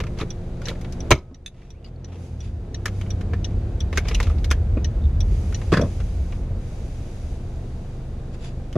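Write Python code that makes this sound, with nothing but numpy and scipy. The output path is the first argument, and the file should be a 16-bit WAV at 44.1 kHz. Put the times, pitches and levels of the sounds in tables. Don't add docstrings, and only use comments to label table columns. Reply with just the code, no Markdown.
import sys
import numpy as np
from scipy import signal
from scipy.fft import rfft, irfft, next_fast_len
from scipy.io import wavfile
from scipy.ndimage import uniform_filter1d

SR = 44100
rng = np.random.default_rng(int(sys.argv[2]) if len(sys.argv) > 2 else 0)


def persist_wave(psi):
    counts = np.round(np.clip(psi, -1, 1) * 32767).astype(np.int16)
    wavfile.write(sys.argv[1], SR, np.atleast_2d(counts).T)


N = 386757
TIME = np.arange(N) / SR
AFTER = np.arange(SR // 4) / SR
MID_ONLY = np.array([[1], [0]])


def from_db(db):
    return 10 ** (np.asarray(db) / 20)


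def in_time(rows):
    s, *columns = np.transpose(rows)
    return [np.interp(TIME, s, c) for c in columns]


def drift(per_s):
    knots = rng.standard_normal(2000)
    return np.interp(TIME * per_s, np.arange(len(knots)), knots)


def dying(t60):
    return from_db(-60 * AFTER / max(t60, 1e-3))


def add(out, s, sound):
    at = max(round(s * SR), 0)
    out[:, at:at + sound.shape[1]] += sound[:, :max(N - at, 0)]


def colour(x, spectrum, resonances=()):
    size = 2 * next_fast_len(x.shape[-1] // 2 + 1024)
    hz = np.arange(size // 2 + 1) * SR / size + 0.00091
    points, levels = np.transpose(spectrum)
    db = np.interp(np.log(hz), np.log(points), levels)
    for centre, width, height in resonances:
        db = db + height / (1 + (2 * (hz - centre) / width) ** 2)
    cepstrum = irfft(np.log(from_db(db)))[:size // 2]
    cepstrum[1:] *= 2
    response = np.exp(rfft(cepstrum, size))
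    return irfft(rfft(x, size) * response)[..., :x.shape[-1]]


def band(x, edges_hz, kind):
    return signal.sosfilt(signal.butter(4, edges_hz, kind, fs=SR, output="sos"), x)


# centre in Hz, width in Hz, height in dB.
CABIN_RESONANCES = [(466, 73, 4), (656, 63, 4.5), (824, 130, 1), (2450, 670, 1.5), (3770, 440, 3.5),
                    (4740, 78, 5.5), (5430, 280, -2), (6500, 400, 1.5)]
# frequency in Hz, side filter gain in dB.
DIFFUSE_WIDTH = [(30, -65.5), (125, -32.5), (300, -10), (700, -12.5), (1400, -4), (4500, -1.5),
                 (6300, -3.5), (8000, 3.5), (10500, 2), (12500, 19), (15000, 4)]


def noise(spectrum, resonances=()):
    mid, side = colour(rng.standard_normal((2, N)), spectrum, [*CABIN_RESONANCES, *resonances])
    return np.array([mid, colour(side, DIFFUSE_WIDTH)]) / mid.std()


# frequency in Hz, side filter gain in dB.
NEARBY_WIDTH = [(60, -42.5), (250, -28.5), (1000, -14), (2300, -13), (3600, -7), (4700, 0.5), (6300, -4),
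                (8000, 8), (10000, 7.5), (12500, 14), (15500, 7)]


def reflections(direct, t60, tail_db, tail_t60, rise_s):
    build_up = 1 - np.exp(-AFTER / max(rise_s, 1e-4))
    decay = dying(t60) + from_db(tail_db) * dying(tail_t60)
    echoes = rng.standard_normal((2, len(AFTER))) * build_up * decay
    echoes /= np.sqrt(np.sum(echoes[0] ** 2))
    echoes[0, round(max(rise_s, 0) * SR)] += direct
    side = colour(echoes[1], NEARBY_WIDTH) * np.hypot(1, direct)
    return np.array([echoes[0], side])


def at_level(sound, db):
    return sound * from_db(db) / np.sqrt(np.mean(sound[0, :SR // 50] ** 2) + 1e-20)


def blows(rows, spectrum, resonances, ring_width, thud_db, crest_db, snap_db, **echo):
    out = np.zeros((2, N))
    for s, peak, thud, snap, ring_hz, ring_db in rows:
        spot = (ring_hz, ring_width * ring_hz, ring_db)
        hit = colour(reflections(**echo), spectrum, [*resonances, spot])
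        add(out, s, at_level(band(hit, 830, "low"), thud + thud_db))
        add(out, s, at_level(band(hit, [830, 4600], "band"), peak - crest_db))
        add(out, s, at_level(band(hit, 5200, "high"), snap + snap_db))
    return out


def small_click(modes, **echo):
    ring = 0
    for k, (hz, t60, db) in enumerate(modes):
        ring = ring + (-1) ** k * from_db(db) * dying(t60) * np.sin(2 * np.pi * hz * AFTER)
    return signal.fftconvolve(reflections(**echo), ring[None], axes=1)


# time in seconds, fundamental in Hz, level in dB before the harmonics' own.
FAN = [(0, 176.5, -37.5), (2.4, 177.3, -40.5), (3.5, 169.9, -39.5), (6, 177, -45), (8.77, 175.6, -46)]
# multiple of the fundamental, relative level in dB.
FAN_TONES = [(1, -2.5), (2, -9.5), (3, -16)]


def fan():
    hz, level_db = in_time(FAN)
    phase = 2 * np.pi * np.cumsum(hz) / SR + 0.67 * drift(4.2)
    hum = sum(from_db(db) * np.sin(round(k) * phase) for k, db in FAN_TONES)
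    return np.sqrt(2) * from_db(level_db) * hum * MID_ONLY


# start in seconds, peak level in dB.
JOLTS = [(2.36, -32), (3.17, -28), (3.29, -24), (4.13, -24), (4.27, -23), (4.79, -20.5), (5.02, -21),
         (5.21, -16.5), (5.3, -26), (6.17, -28), (6.49, -22.5), (6.78, -28.5), (7.25, -28.5)]
JOLT_S = 0.035


def surges():
    total = 0
    for s, db in JOLTS:
        age = np.maximum(TIME - s, 0) / JOLT_S
        total = total + from_db(db) * age * np.exp(1 - age)
    return total


# time in seconds, body rumble and tyre roar as relative levels in dB.
RIDE = [(0, -29, -36.5), (0.6, -34.5, -37.5), (1.1, -27, -35), (1.5, -28, -38.5), (2.15, -34.5, -33.5),
        (2.45, -20.5, -38.5), (2.9, -38, -36.5), (3.3, -27.5, -36.5), (4.2, -18, -35), (5.3, -18.5, -37),
        (5.6, -23.5, -36.5), (6.1, -22, -38.5), (6.6, -27, -38), (7.0, -31, -39), (8.77, -37.5, -39.5)]
# frequency in Hz, relative density in dB per Hz.
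RUMBLE = [(18, -38.5), (28, -12), (40, 10), (55, 3.5), (76, 10), (95, 3.5), (115, -7.5), (150, -12.5),
          (220, -19.5), (400, -78.5)]
TYRES = [(76, -25), (130, 3.5), (156, -9.5), (221, -7), (295, -12.5), (334, -13), (442, -16.5), (601, -20),
         (675, -27.5), (1300, -32.5), (1690, -49), (2860, -120)]
AIR = [(410, -28), (700, 4), (1140, -14), (1490, -8), (3230, -19.5), (4770, -27), (5660, -36), (6800, -39),
       (13000, -65.5)]
HISS = [(1060, -31), (2230, -6), (4400, -3.5), (6340, -4), (8730, -10.5), (10600, -13), (13000, -26.5),
        (15000, -42)]
VENT_DB, VENT_FOLLOWS = -52.5, 0.82
HISS_DB = -64.5


def road_and_vents(rumble_db, tyres_db, flicker_db):
    rumble, tyres = in_time(RIDE)
    rumble_gain = np.hypot(from_db(rumble + rumble_db), surges())
    tyre_gain = from_db(tyres + tyres_db + flicker_db * drift(14))
    road = rumble_gain * noise(RUMBLE) + tyre_gain * noise(TYRES)
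    vent_gain = from_db(VENT_DB + VENT_FOLLOWS * (tyres - tyres.mean()))
    return road + vent_gain * noise(AIR) + from_db(HISS_DB) * noise(HISS)


# time in seconds, firings per second.
ENGINE = [(0, 24.2), (1.55, 24.4), (1.75, 28), (1.92, 41), (2.15, 44.5), (2.4, 39), (2.75, 33.6),
          (3.1, 31.6), (3.45, 32.3), (4.0, 36.4), (4.3, 35.5), (4.8, 33), (5.3, 34), (5.9, 31), (6.4, 26.4),
          (6.9, 24), (7.5, 24), (8.1, 25.2), (8.77, 25.4)]
# time in seconds, load from 0 at idle to about 1 when pulling.
THROTTLE = [(0, 0.12), (1.6, 0), (2.0, 0.84), (2.5, 0.84), (3.05, 0.87), (3.6, 1.03), (4.4, 0.42),
            (5.4, 0.44), (6.0, 0.66), (6.6, 0.036), (8.77, 0.25)]
# multiple of the firing rate, relative level in dB.
ORDER_DB = [(2, 0.5), (3, 1), (4, -5), (5, 0), (7, -2.5)]
# frequency in Hz, gain in dB.
BOOM = [(48, -6.5), (73, -4.5), (86, -1.5), (97, 0.5), (108, -8.5), (122, -1), (133, -13), (148, -20),
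        (165, -17.5), (200, -17.5), (245, -18.5), (300, -28), (450, -23.5)]
FIRING_DB, FIRING_LOAD_DB = -34.5, 0.5
OVERTONES_DB, OVERTONES_LOAD_DB = -39, 11.5
BELT_DB, BELT_LOAD_DB = -54, 9.5
BELT_RATIO = 6.2


def engine(rough):
    rate, = in_time(ENGINE)
    load, = in_time(THROTTLE)
    phase = 2 * np.pi * np.cumsum(rate) / SR
    hum = from_db(FIRING_DB + FIRING_LOAD_DB * load) * np.sin(phase)
    hum += from_db(BELT_DB + BELT_LOAD_DB * load) * np.sin(BELT_RATIO * phase)
    for k in range(2, 14):
        db = OVERTONES_DB + OVERTONES_LOAD_DB * load
        db = db + np.interp(k, *np.transpose(ORDER_DB)) + np.interp(k * rate, *np.transpose(BOOM))
        unsteady_gain = from_db(db) * (1 + rough * drift(8.4))
        hum += unsteady_gain * np.sin(k * phase + rng.uniform(0, 2 * np.pi) + rough * drift(3.7))
    return np.sqrt(2) * hum * MID_ONLY


SLIPS_PER_S, SLIP_SPREAD_DB = 700, 2.5


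def crackle(spectrum):
    sizes = from_db(SLIP_SPREAD_DB * np.minimum(rng.exponential(1, N), 3)) * rng.choice([-1, 1], N)
    slips = sizes * (rng.random(N) < SLIPS_PER_S / SR)
    echoes = reflections(direct=0.86, t60=0.057, tail_db=-24, tail_t60=0.1, rise_s=0.001005)
    echoing = signal.fftconvolve(slips[None], echoes, axes=1)[:, :N]
    sound = colour(echoing, spectrum, CABIN_RESONANCES)
    return sound / sound[0].std()


# start in seconds, length in seconds, relative level in dB.
SLIDES = [(0.0, 0.26, -64), (0.6, 0.63, -64), (2.11, 0.13, -48), (2.847, 0.14, -54), (4.05, 0.38, -60),
          (5.198, 0.74, -52), (5.922, 0.44, -57), (6.538, 0.8, -56), (7.403, 0.56, -63.5)]
# centre in seconds, length in seconds, relative level in dB,
# share of the power on the wheel's rim from 0 to 1.
RUBS = [(0.21, 0.048, -38, 0.07), (0.684, 0.088, -43, 0.36), (1.622, 0.21, -48.5, 0.05),
        (1.878, 0.035, -48.5, 0.7), (2.13, 0.09, -44, 0), (2.449, 0.1, -47.5, 0.8),
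        (3.974, 0.063, -42, 0.28), (4.112, 0.12, -41.5, 0.02), (4.25, 0.14, -44.5, 0.1),
        (4.523, .035, -48, 0), (8.345, 0.032, -54.5, 1), (8.458, 0.086, -47, 1)]
# frequency in Hz, relative level in dB.
PALM = [(1060, -34.5), (1800, -5), (2230, -1), (4290, -8), (4690, -5), (6340, -3), (8730, -14), (10600, -9),
        (12700, -31), (13400, -20.5), (13700, -33.5), (15000, -52.5)]
CLOTH = [(600, 16.5), (1500, 8), (2800, 9.5), (3700, 2), (4300, 2.5), (4800, -5), (5600, 3.5), (7200, -4),
         (8700, -16), (10500, -9), (13000, -65)]
# centre in Hz, width in Hz, height in dB.
RIM = [(2580, 120, 4), (3480, 300, 10), (4840, 500, 15), (7240, 1200, 10), (10000, 1200, 11)]
GRIP_S, LET_GO_S = 0.14, 0.096


def hands(slide_db, rub_db, grain_db):
    slide = 0
    for s, length, db in SLIDES:
        swell = np.clip((TIME - s) / GRIP_S, 0, 1)
        fade = np.exp(-np.maximum(TIME - s - length, 0) / LET_GO_S)
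        slide = slide + from_db(db) * swell * fade
    cloth, rim = crackle(CLOTH), noise(CLOTH, RIM)
    rubs = 0
    for s, length, db, share in RUBS:
        share = np.clip(share, 0, 1)
        stroke = from_db(db) * np.exp(-(2 * (TIME - s) / length) ** 2)
        rubs = rubs + stroke * (np.sqrt(1 - share) * cloth + np.sqrt(share) * rim)
    return slide * from_db(slide_db) * noise(PALM) + rubs * from_db(rub_db + grain_db * drift(170))


# time in seconds, mean frequency in Hz, level in dB.
SQUEAK = [(1.73, 2150, -65), (1.75, 2300, -51), (1.785, 2680, -56), (1.81, 2850, -63)]


def squeak(waver):
    hz, db = in_time(SQUEAK)
    sounding = (TIME > SQUEAK[0][0]) & (TIME < SQUEAK[-1][0])
    phase = 2 * np.pi * np.cumsum(hz * (1 + waver * drift(280))) / SR
    return sounding * from_db(db) * np.sin(phase) * MID_ONLY


# start in seconds, frequency in Hz, 60 dB decay in seconds, level in dB.
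PINGS = [(1.113, 1040, .035, -16), (1.1175, 2283, .028, -5), (1.1215, 1270, 1, -45),
         (1.861, 4670, .03, -41), (1.961, 4370, .02, -43), (2.858, 1760, .06, -38),
         (3.975, 2210, 0.065, -32), (4.085, 2970, .04, -36), (4.202, 2150, 0.035, -21.5),
         (4.515, 1750, 0.049, -18), (4.512, 2660, .06, -35), (4.148, 2810, 0.041, -23.5),
         (4.147, 3960, .05, -28), (5.021, 3680, .025, -49), (5.040, 3650, .025, -43),
         (5.054, 3600, 0.027, -44)]


def pings():
    out = np.zeros((2, N))
    for s, hz, t60, db in PINGS:
        add(out, s, from_db(db) * dying(t60) * np.sin(2 * np.pi * hz * AFTER) * MID_ONLY)
    return out


# frequency in Hz, 60 dB decay in seconds, relative levels in dB when pulling in
RELAY = [(1856, 0.029, -28.5, -11), (2150, .016, -23.5, -18), (2487, 0.017, -13, -19),
         (2970, 0.02, -19.5, -9), (3430, 0.022, -4, -11), (3810, .016, -11, -6), (4197, 0.023, -28, -11.5),
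         (4910, 0.011, -23, -17), (5807, 0.024, 0, -1), (6080, .03, -14, -7), (6100, 0.02, -15.5, -10.5),
         (6650, .017, -23, -11.5), (6950, .014, -30, -22.5)]
# time in seconds, gain in dB.
TICK_LEVEL = [(0.3, -2), (1.1, -4), (2.4, -3.5), (3.8, 0), (5.8, -1.5)]
FIRST_BLINK_S, BLINK_S, LIT_S = 0.3035, 0.7001, 0.340
CANCEL_S = 5.8134
FIRST_LONGER_S = 0.011
PULL_IN_DB, DROP_OUT_DB = -38, -36
TICK_LEAD_S = 0.0006
CRACK_HZ, CRACK_DB = (1600, 5200), -15.5
CHATTER_S, CHATTER_LOSS_DB = 0.004, 2


def indicator(vary_db):
    out = np.zeros((2, N))
    blinks = np.arange(FIRST_BLINK_S, CANCEL_S, BLINK_S)
    pull_ins = [*blinks, CANCEL_S]
    drop_outs = blinks + LIT_S + FIRST_LONGER_S * (blinks == blinks[0])
    for k, (times, db) in enumerate([(pull_ins, PULL_IN_DB), (drop_outs, DROP_OUT_DB)]):
        for s in times:
            modes = [(hz, t60, levels[k] + vary_db * rng.uniform(-0.92, 1)) for hz, t60, *levels in RELAY]
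            ring = small_click(modes, direct=0.58, t60=0.027, tail_db=-23, tail_t60=0.11, rise_s=0.0018)
            tick_db = db + np.interp(s, *np.transpose(TICK_LEVEL))
            add(out, s - TICK_LEAD_S, at_level(ring, tick_db))
            for bounce in range(3):
                click = reflections(direct=0.3, t60=0.058, tail_db=-18, tail_t60=0.11, rise_s=0.0014)
                crack = band(click, CRACK_HZ, "band")
                late = CHATTER_S * bounce * rng.uniform(0.86, 1.3)
                add(out, s + late, at_level(crack, tick_db + CRACK_DB - CHATTER_LOSS_DB * bounce))
    return out


# start in seconds, knock and thud as relative levels in dB,
# ring in Hz, ring height in dB, length of the shudder in seconds.
BUMPS = [(0.21, -42, -32.5, 299, 12, 0), (0.232, -45, -32.5, 420, 14, 0), (0.688, -44, -37, 500, 8.5, 0),
         (1.311, -43, -29, 274, 17, 0), (4.768, -43, -24.5, 297, 10, 0), (4.771, -31.5, -32, 2420, 23, 0),
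         (5.318, -60, -36, 393, 8, 0), (5.7194, -16.5, -20, 2600, 2, 0), (5.7253, -10.5, -17, 453, 6, 0),
         (5.7355, -8, -19, 1780, 10, 0), (5.744, -17, -42, 600, 6, 0), (5.7658, -20, -39, 1700, 6, 0),
         (5.7706, -10, -20, 1600, 11, 0), (5.778, -24, -22, 109, 9, 0), (5.7935, -24, -20.5, 443, 9, 0),
         (5.809, -27, -26.5, 620, 17, 0), (5.821, -34.5, -22.5, 614, 12, .036),
         (8.7543, -30.5, -22.5, 553, 11, 0), (8.761, -33, -20, 400, 8, 0)]
SHUDDER_S, SHUDDER_HZ, SHUDDER_RING_DB = 0.0115, 544, 1
SHUDDER_KNOCK_DB, SHUDDER_THUD_DB, SHUDDER_LOSS_DB = -2, 0, 4
BUMP_SNAP_DB = -24


def body_contacts():
    rows = []
    for s, knock, thud, ring_hz, ring_db, length in BUMPS:
        rows.append((s, knock, thud, ring_hz, ring_db))
        for k in range(int(length / SHUDDER_S)):
            again = s + SHUDDER_S * (k + 1 + rng.uniform(-0.183, 0.13))
            loss = SHUDDER_LOSS_DB * k
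            knock_again, thud_again = knock + SHUDDER_KNOCK_DB - loss, thud + SHUDDER_THUD_DB - loss
            rows.append((again, knock_again, thud_again, SHUDDER_HZ, SHUDDER_RING_DB))
    return [(s, knock, thud, knock + BUMP_SNAP_DB, hz, ring) for s, knock, thud, hz, ring in rows]


# frequency in Hz, relative level in dB.
PANELS = [(35, -56), (65, 14), (110, 13), (190, 7.5), (340, 2), (470, -2), (630, -1), (830, -22),
          (1100, -9), (1850, -15.5), (2200, -20.5), (5000, -48.5), (8300, -64.5), (15000, -85)]
# centre in Hz, width in Hz, height in dB.
PANEL_RINGS = [(1070, 160, 2.5), (1800, 520, 4), (2520, 120, 7), (3400, 150, 9.5), (4830, 130, 9)]


def body_thumps():
    return blows(body_contacts(), PANELS, PANEL_RINGS, ring_width=0.38,
                 thud_db=1.5, crest_db=17, snap_db=-2,
                 direct=0.077, t60=0.026, tail_db=-13.5, tail_t60=0.15, rise_s=0.0014)


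# start in seconds, nominal peak in dB, hardness in dB,
# ring in Hz, ring height in dB.
CLACKS = [(0.0014, -19, -3, 2170, -1), (0.0358, -26, -3, 1320, 11), (0.0668, -30, -5, 2410, 4),
          (0.174, -37, -2, 1500, 4), (0.186, -28, 4, 4170, 6), (0.198, -27, -3, 1300, 14),
          (0.2088, -23, -4, 4000, 17), (0.212, -21.5, -5, 1280, 11), (0.2175, -27.5, -15.5, 1730, 7),
          (0.616, -30.5, 0.5, 1410, 16), (0.669, -25, -1, 1800, 10), (0.6832, -20, 7.5, 3860, 15),
          (0.6885, -26, -8, 1900, 11), (0.6995, -31, 5, 3400, 7), (0.710, -34, -18, 1400, 10),
          (0.751, -37.5, -11, 1700, 6), (0.811, -38.5, 10, 5500, -3), (0.845, -31, -5, 3400, 5),
          (0.9226, -39.5, 17.5, 4900, 5.5), (1.616, -32, -7, 2300, 6), (1.823, -43, -8, 3000, 14),
          (1.8425, -29.5, 7, 2930, 23), (1.845, -31.5, 0, 4650, 34), (1.858, -34, -1, 4660, 26),
          (2.8559, -10, 2.5, 1690, 15), (2.879, -23.5, -1, 2600, 1), (3.0111, -27.5, 1, 3050, 10),
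          (3.062, -38, -13, 3100, 9), (3.2088, -31.5, 0, 1380, 6), (3.3334, -22.5, -9.5, 1750, 11),
          (3.927, -21, -6, 1900, 1), (3.958, -34, 4, 2200, 16), (3.9729, -8.5, 3, 1590, 13),
          (3.978, -13.5, -1, 2230, 11), (4.052, -29, -11, 3000, -2), (4.0831, -21, 8.5, 4900, 6),
          (4.1106, -20.5, -7, 2430, 5), (4.147, -20, 11, 2820, 19), (4.2005, -14.5, -0.5, 920, 13),
          (4.2276, -25, 9, 4000, 8), (4.2678, -25.5, -4, 1250, 8), (4.297, -28.5, -4, 1180, 17),
          (4.382, -39.5, 6, 4700, 14), (4.4428, -24, 7, 4100, 9), (4.5106, -7.5, 2, 1670, 13),
          (4.522, -27, 4, 3250, 15), (5.5238, -30, -4, 1460, 8), (5.615, -30, -5, 2010, 3),
          (6.001, -30, -3, 1400, 9), (6.322, -31, -6, 2040, 1), (8.7263, -35, 7.5, 3020, 10)]
# start in seconds, end in seconds.
RATTLING = [(0.02, 1.0), (2.9, 4.4)]
RATTLE_GAP_S, RATTLE_HZ, RATTLE_RING_DB = 0.14, 1600, 13
RATTLE_DB, RATTLE_SPREAD_DB = -52.5, 8
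CLACK_THUD_DB, CLACK_SNAP_DB = -16, -17.5
THUD_PER_HARDNESS = 1


def plastic_contacts():
    rows = list(CLACKS)
    for start, end in RATTLING:
        for k, (late, size, spot) in enumerate(rng.uniform(-1.4, 1, (20, 3))):
            s = start + RATTLE_GAP_S * (k + (1 + late) / 2)
            if s < end:
                peak = RATTLE_DB + RATTLE_SPREAD_DB * size
                rows.append((s, peak, 0, RATTLE_HZ * 2 ** (spot / 2), RATTLE_RING_DB))
    contacts = []
    for s, peak, hard, hz, ring in rows:
        thud = peak + CLACK_THUD_DB - THUD_PER_HARDNESS * hard
        contacts.append((s, peak, thud, peak + CLACK_SNAP_DB + hard, hz, ring))
    return contacts


# frequency in Hz, relative level in dB.
PLASTIC = [(150, -7), (450, 10.5), (800, -4), (1250, 4), (1700, 3), (2400, 2.5), (3300, -2.5),
           (4400, -10.5), (5400, -10.5), (6600, -12), (8300, -26.5), (11000, -25.5), (15000, -38.5)]
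# centre in Hz, width in Hz, height in dB.
PLASTIC_RINGS = [(1750, 61, 0.5), (2210, 350, 4.5), (2800, 65, 2), (3670, 220, 2), (6100, 250, 2.5)]


def plastic_clacks():
    return blows(plastic_contacts(), PLASTIC, PLASTIC_RINGS, ring_width=0.29,
                 thud_db=-6, crest_db=16.5, snap_db=-10,
                 direct=0.25, t60=0.045, tail_db=-20, tail_t60=0.13, rise_s=0.001445)


# start in seconds, level in dB.
LATCH_HITS = [(1.461, -22.5), (1.478, -37)]
# frequency in Hz, 60 dB decay in seconds, relative level in dB.
LATCH = [(1780, 0.0054, -5), (2600, 0.011, -6), (3510, 0.014, 1.5), (3830, 0.0061, 2), (4900, .012, -16),
         (6300, 0.019, -6.5), (8650, 0.0061, -17), (10000, .01, -19)]


def latch():
    out = np.zeros((2, N))
    for s, db in LATCH_HITS:
        click = small_click(LATCH, direct=1.6, t60=0.033, tail_db=3, tail_t60=0.077, rise_s=0.0005)
        add(out, s, at_level(click, db))
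    return out


# frequency in Hz, 60 dB decay in seconds, relative level in dB.
CABIN_MODES = [(63.4, 0.35, -17.5), (97, 0.084, -9), (131, 0.076, -4.5), (254, 0.052, -12.5)]
LEVER_STOP_S = 1.1215


def cabin_boom(level_db):
    out = np.zeros((2, N))
    swing = 0
    for hz, t60, db in CABIN_MODES:
        swing = swing + from_db(db + level_db) * dying(t60) * np.sin(2 * np.pi * hz * AFTER)
    add(out, LEVER_STOP_S, swing * MID_ONLY)
    return out


# start in seconds,
# nominal peak in dB, thud and snap as relative levels in dB, ring in Hz, ring height in dB.
LEVER = [(1.106, -3.5, -20, -20, 1040, 8), (1.1095, -12.5, -21.5, -28, 4000, 7),
         (1.1128, 2.5, -16.5, -17, 6200, 15.5), (1.1175, 2.5, -12.5, -26.5, 2220, 9),
         (1.122, -10.5, -20, -24, 1100, 8), (1.131, -15, -26.5, -35.5, 2417, 7),
         (1.139, -20, -21, -41, 3600, 5.5), (1.151, -26.5, -31, -42.5, 5250, 15.5),
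         (1.159, -27, -34, -51, 2300, 2), (1.175, -31, -29.5, -50, 4000, 14),
         (1.185, -32, -35, -46, 5100, 23)]
# frequency in Hz, relative level in dB.
LEVER_BODY = [(35, -17), (65, 13.5), (135, 2), (190, -6.5), (260, 4), (420, 1), (640, -2), (800, -14),
              (1000, -6), (1900, -14.5), (2400, -13), (3500, -15.5), (5000, -25.5), (6600, -19),
              (8300, -31.5), (15000, -38.5)]
# centre in Hz, width in Hz, height in dB.
TRIM = [(480, 60, 1), (646, 90, 2), (1030, 180, 1), (1254, 200, 4), (1560, 260, -6), (2240, 330, 7),
        (3120, 200, 2), (3970, 220, 4), (5200, 300, 3), (6170, 400, 5)]


def gear_lever():
    return blows(LEVER, LEVER_BODY, TRIM, ring_width=0.16,
                 thud_db=0.5, crest_db=17, snap_db=-11.5,
                 direct=0.31, t60=0.029, tail_db=-28, tail_t60=0.2, rise_s=0.0017)


def scene():
    clacks, lever, bumps = plastic_clacks(), gear_lever(), body_thumps()
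    car = engine(rough=0.13) + fan() + road_and_vents(rumble_db=-2, tyres_db=0, flicker_db=1)
    small = indicator(vary_db=2.2) + latch() + pings() + squeak(waver=0.06)
    small = small + hands(slide_db=-3, rub_db=1, grain_db=1.5)
    mid, side = car + clacks + lever + cabin_boom(level_db=2.5) + bumps + small
    return np.array([mid + side, mid - side])


DETECT_ABOVE_HZ, THRESHOLD_DB, CUT_PER_DB = 830, -18, 3.5
DEEPEST_CUT_DB, DUCK_S, RECOVER_DB_PER_S = 17, 0.1, 9


def gain_control(x):
    bright = band(x.mean(axis=0), DETECT_ABOVE_HZ, "high")
    power = uniform_filter1d(bright ** 2, SR // 100)
    excess_db = 10 * np.log10(np.abs(power) + 1e-12) - THRESHOLD_DB
    cut_db = np.clip(CUT_PER_DB * excess_db, 0, DEEPEST_CUT_DB)
    recovery_db = RECOVER_DB_PER_S * TIME
    held_db = np.maximum.accumulate(cut_db + recovery_db) - recovery_db
    pole = np.exp(-1 / (DUCK_S * SR))
    return x * from_db(-signal.lfilter([1 - pole], [1, -pole], held_db))


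def record(dry):
    ducked = gain_control(dry) * np.minimum((TIME[-1] - TIME) / 0.002, 1)
    rounded = ducked / (1 + ducked ** 4) ** 0.25
    top_cut = signal.cheby2(14, 70, 16200, fs=SR, output="sos")
    return signal.sosfilt(top_cut, rounded)


dry = scene()
out = record(dry)
persist_wave(out)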